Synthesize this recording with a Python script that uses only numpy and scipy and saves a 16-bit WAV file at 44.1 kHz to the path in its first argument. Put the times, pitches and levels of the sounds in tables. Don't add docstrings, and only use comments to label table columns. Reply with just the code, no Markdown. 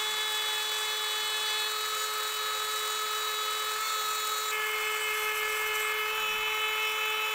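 import sys
import numpy as np
from scipy import signal
from scipy.fft import rfft, irfft
from scipy.io import wavfile

SR = 44100
rng = np.random.default_rng(int(sys.argv[2]) if len(sys.argv) > 2 else 0)


def to_wav(s):
    ch = np.atleast_2d(s).T
    pcm = np.round(np.clip(ch, -1, 1) * 32767)
    wavfile.write(sys.argv[1], SR, pcm.astype(np.int16))


N = 323694
TIME, FREQ = np.arange(N) / SR, np.fft.rfftfreq(N, 1 / SR)
MOVE_CLOSER_S = 4.515

# harmonic, level_db
BRIGHT_WHINE = [(1, -47.5), (2, -46.5), (3, -50), (4, -43), (5, -48), (6, -47.5), (7, -45), (8, -36.5),
                (9, -40), (10, -48), (11, -51), (12, -58.5), (13, -62), (14, -52.5), (15, -61.0),
                (16, -53.5), (17, -56), (18, -60), (19, -56), (20, -58)]
HOLLOW_WHINE = [(1, -46), (2, -55), (3, -38.5), (4, -47.5), (5, -52), (6, -51.5), (7, -46), (8, -45.5),
                (9, -40), (10, -48.5), (11, -53), (12, -59.5), (14, -54.5), (15, -60), (16, -49), (17, -58)]
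RINGING_WHINE = [(1, -47.5), (2, -55), (3, -36), (4, -49.5), (5, -51), (6, -50), (7, -50.5), (8, -45.5),
                 (9, -40), (10, -44), (11, -62), (12, -65), (13, -59.9), (14, -53.5), (15, -54),
                 (16, -46.5), (17, -49)]
CLOSE_WHINE = [(1, -41.5), (2, -50), (3, -41), (4, -42), (5, -37.5), (6, -41.5), (7, -42), (8, -50.5),
               (9, -56.5), (10, -55.2), (11, -59.5), (12, -59.5), (13, -62), (14, -57.5), (15, -60.5),
               (16, -60), (17, -60)]
EASED_WHINE = [(1, -43.5), (2, -45), (3, -40.5), (4, -48), (5, -43), (6, -36.5), (7, -38.5), (8, -46),
               (9, -50), (10, -63.1), (11, -68), (12, -60), (13, -56.5), (14, -58), (15, -65.4),
               (16, -52.5), (17, -60)]
# start_s, fade_s, loudest_tone_growth_db_per_s, air_jet_db
SOUND_STRETCHES = [(0, .01, -1, -45.5), (1.685, .03, 1.2, -43.5), (3.79, 0.028, -1.5, -42),
                   (4.515, 0.0061, 1.5, -43.5), (6.1, 0.2, 0, -45)]
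# middle_s, half_length_s, harmonic, change_db
TONE_SWELLS = [(0.1, 0.22, 5, 3.5), (0.2, 0.57, 10, -4), (1.25, 0.41, 7, 4.5), (1.585, 0.2, 6, 5),
               (1.7, 0.49, 10, 5), (4.64, 0.048, 4, 8.5), (4.7, .2, 6, -4), (4.8, .1, 4, -5),
               (5.125, 0.019, 4, 4), (5.31, 0.037, 4, 3), (5.455, 0.035, 4, 5.5), (6.237, 0.095, 5, -7),
               (6.336, 0.048, 6, 3.5), (6.762, 0.34, 5, 5.5)]
# harmonic, change_db
LIFT_CHANGES = [(1, -6), (5, 10.5), (7, -6), (8, 5), (9, -8)]


def whine_gains(stroke, stroke_db=0.26, follow=0.27, lift_s=3.87, lift_half_s=0.08):
    colours = [BRIGHT_WHINE, HOLLOW_WHINE, RINGING_WHINE, CLOSE_WHINE, EASED_WHINE]
    gains = {}
    for share, (_, _, growth, _), tones in zip(stretch_shares(), SOUND_STRETCHES, colours):
        loudest_db = max(db for _, db in tones)
        middle_s = np.average(TIME, weights=share)
        swell_db = stroke_db * stroke + growth * (TIME - middle_s)
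        for k, db in tones:
            part = 1 if db == loudest_db else follow
            gains[round(k)] = gains.get(round(k), 0) + share * amp(db + part * swell_db)
    for k in range(23, 36):
        gains[k] = amp(-66.5)
    lift = [(lift_s, lift_half_s, k, db) for k, db in LIFT_CHANGES]
    for middle_s, half_s, k, db in TONE_SWELLS + lift:
        gains[round(k)] *= amp(db * bump(middle_s, half_s))
    gains[6] *= amp(1.7 * np.cos(2 * np.pi * 5.1 * TIME))
    return gains


def whine(angle, stroke, waver_db=2.11, flutter=0.13, smear=0.22, ripple=0.091):
    mains = 2 * np.pi * 100 * TIME
    angle = angle + 0.0043 * np.sin(mains)
    sound = np.zeros(N)
    for k, gain in whine_gains(stroke).items():
        unrest = 1 - np.exp(-k / 2)
        frame_boost = 1 + 0.69 * np.exp(-((k - 3.5) / 2) ** 2)
        shake = unrest * flutter * frame_boost
        phase = k * angle + shake * wander(45) + rng.uniform(-0.77, 0.83)
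        phase -= smear * k ** 2
        tone = (1 + shake * wander(45)) * np.cos(phase)
        side_tone = ripple * np.cos(phase + mains)
        looseness = 1 / (1 + (gain / amp(-38.5)) ** 2)
        waver = amp(unrest * looseness * waver_db * wander(9))
        sound += gain * waver * (tone + side_tone)
    return np.sqrt(2) * sound


# peak_s, extra_speed_hz
SPEED_SURGES = [(3.846, 8.7), (4.45, 2), (6.14, 5.7)]


def spindle_speed(cutting_hz=428.7, eased_hz=431.5, ease_s=6.33, rise_s=0.0692, settle_s=0.075):
    speed = cutting_hz + (eased_hz - cutting_hz) * after(ease_s, 0.11)
    for peak_s, extra_hz in SPEED_SURGES:
        rise = np.clip(1 + (TIME - peak_s) / rise_s, 0, 1)
        settle = np.exp(-np.maximum(TIME - peak_s, 0) / settle_s)
        speed += extra_hz * rise * settle
    return speed + 0.443 * wander(12)


# pitch_hz, relative_db
FAR_RASP_COLOUR = [(35, -88.5), (115, -94), (285, -91.5), (395, -85.5), (705, -81.5), (1005, -72),
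                   (1235, -65.5), (1605, -75.5), (2005, -74), (2355, -73.5), (3155, -79.5), (4005, -74.5),
                   (5005, -85), (6505, -91)]
NEAR_RASP_COLOUR = [(35, -87), (115, -92.5), (285, -92), (395, -89.5), (705, -81.5), (1005, -71),
                    (1235, -66.5), (1605, -73.5), (2005, -75), (2355, -67), (2905, -74), (3605, -79),
                    (4505, -88), (6505, -94)]
# pitch_hz, width_hz, boost_db
FRAME_RINGS = [(525, 30.6, 13.5), (1544, 30, 5.5), (1778, 97, 5.5), (2274, 56, 2), (2660, 84, 0)]


def rasp(angle, throb, stroke, bite=0.18, pulsing=0.17, stroke_db=0.2):
    ringing = amp(sum(db * ring_shape(hz, width_hz) for hz, width_hz, db in FRAME_RINGS))
    noise = rng.standard_normal(N) * np.sqrt(SR / 2)
    scrape = noise * (1 + bite * np.cos(angle)) * (1 + pulsing * throb)
    far = amp(-1.0) * coloured(scrape, spectrum(FAR_RASP_COLOUR) * ringing)
    near = amp(-0.57) * coloured(scrape, spectrum(NEAR_RASP_COLOUR) * ringing)
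    closeness = after(MOVE_CLOSER_S)
    return ((1 - closeness) * far + closeness * near) * amp(stroke_db * stroke)


# pitch_hz, relative_db
SPRAY_HISS = [(3050, -25), (4520, -9.5), (5520, -5.5), (6620, -6.5), (7450, -1.5), (8230, 1.5),
              (8750, -6.5), (9300, -10.5), (11050, -17.5), (13050, -41)]
JET_HISS = [(7050, -34), (9650, -16), (11050, -9.5), (12900, -5.5), (13450, -2), (14200, 0.5), (15050, 0.5),
            (15650, -4)]


def mist(angle, throb, stroke, pulsing=0.14, chop=0.073, sputter_db=1.35, stroke_db=0.1):
    flow = (1 + pulsing * throb) * (1 + chop * np.cos(angle))
    flow *= amp(sputter_db * wander(60) + stroke_db * stroke)
    spray_db = -43 + 0.78 * wander(8)
    spray_db -= 4 * after(MOVE_CLOSER_S)
    spray_db -= 4.5 * after(5.92, 0.076)
    jet_db = sum(share * db for share, (_, _, _, db) in zip(stretch_shares(), SOUND_STRETCHES))
    spray = coloured_noise(spectrum(SPRAY_HISS)) * amp(spray_db)
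    jet = coloured_noise(spectrum(JET_HISS)) * amp(jet_db)
    return flow * (spray + jet)


# pitch_hz, relative_db
SIZZLE_COLOUR = [(4550, -29), (5750, -1), (6850, -11), (7950, -1), (9750, -27), (11250, 1), (12050, -2),
                 (12750, -13), (15950, -27)]
# start_s, length_s, level_db
GRABS = [(5.135, 0.069, -43.5), (5.215, .08, -43.5), (5.348, 0.055, -44), (5.487, .06, -44),
         (5.57, .055, -44.5), (5.652, .035, -47), (5.742, 0.026, -42.5), (5.793, .022, -43)]


def sizzle(turn_hz=428.7, memory=0.62, fade_s=0.013, uneven_db=3.0):
    recut = 1 / abs(1 - memory * np.exp(-2j * np.pi * FREQ / turn_hz))
    grit = coloured_noise(spectrum(SIZZLE_COLOUR) * recut)
    grit = normalised(grit * amp(uneven_db * wander(50)))
    bursts = sum(amp(db) * (after(start_s, fade_s) - after(start_s + length_s, fade_s))
                 for start_s, length_s, db in GRABS)
    scrape = coloured_noise(ring_shape(pitch_hz=7920, width_hz=790) * recut)
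    scrape = normalised(scrape * amp(uneven_db * wander(14)))
    scrape_gain = amp(-50.5) * (after(4.62) - after(5.92))
    return grit * bursts + scrape * scrape_gain


def scuff():
    noise = coloured_noise(ring_shape(pitch_hz=3750, width_hz=350))
    return amp(-38) * bump(middle_s=3.897, half_s=0.012) * noise


# time_s, level_db
SHUDDER_LEVELS = [(0, -78), (4.3, -82), (4.95, -72), (5.75, -61), (6.04, -71), (6.38, -57), (6.62, -69),
                  (7.3, -74)]
# middle_s, half_length_s, level_db
LOW_DRONES = [(0.176, 0.17, -67.5), (6.324, .15, -62.5)]


def rumble(cutoff_hz=70):
    shudder = coloured_noise(1 / (1 + (FREQ / cutoff_hz) ** 4))
    shudder_gain = amp(np.interp(TIME, *np.transpose(SHUDDER_LEVELS)))
    drone = coloured_noise(ring_shape(pitch_hz=200, width_hz=56))
    drone_gain = sum(amp(db) * bump(middle_s, half_s) for middle_s, half_s, db in LOW_DRONES)
    return shudder * shudder_gain + drone * drone_gain


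def stretch_shares():
    begun = [after(start_s, fade_s) for start_s, fade_s, _, _ in SOUND_STRETCHES[1:]]
    return -np.diff([np.ones(N), *begun, np.zeros(N)], axis=0)


def amp(db):
    return 10 ** (np.asarray(db) / 20)


def normalised(x):
    return x / np.sqrt(np.mean(x ** 2) + 1e-20)


def spectrum(points):
    hz, db = np.transpose(points)
    return amp(np.interp(np.log(FREQ + 1), np.log(hz), db))


def ring_shape(pitch_hz, width_hz):
    return 1 / (1 + (2 * (FREQ - pitch_hz) / width_hz) ** 2)


def coloured(x, gain):
    return irfft(rfft(x) * gain, N)


def coloured_noise(gain):
    return normalised(coloured(rng.standard_normal(N), gain))


def wander(hz):
    points = rng.standard_normal(int(2 * hz * N / SR) + 4)
    return normalised(np.interp(TIME * 2 * hz + rng.random(), np.arange(len(points)), points))


def after(time_s, fade_s=0.012):
    return np.clip(0.5 + (TIME - time_s) / fade_s, 0, 1)


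def bump(middle_s, half_s):
    return np.exp(-((TIME - middle_s) / half_s) ** 2)


def scene():
    angle = 2 * np.pi * np.cumsum(spindle_speed()) / SR
    stroke = np.cos(2 * np.pi * 3.0 * (TIME - 0.185))
    throb = np.cos(2 * np.pi * 43.06 * TIME)
    sound = whine(angle, stroke) + rasp(angle, throb, stroke) + mist(angle, throb, stroke)
    sound += sizzle() + scuff() + rumble()
    return np.array([sound, sound])


def record(dry):
    low_pass = signal.firwin(801, 15750, window=("kaiser", 9), fs=SR)
    return signal.oaconvolve(dry, low_pass[None], "same")


dry = scene()
out = record(dry)
to_wav(out)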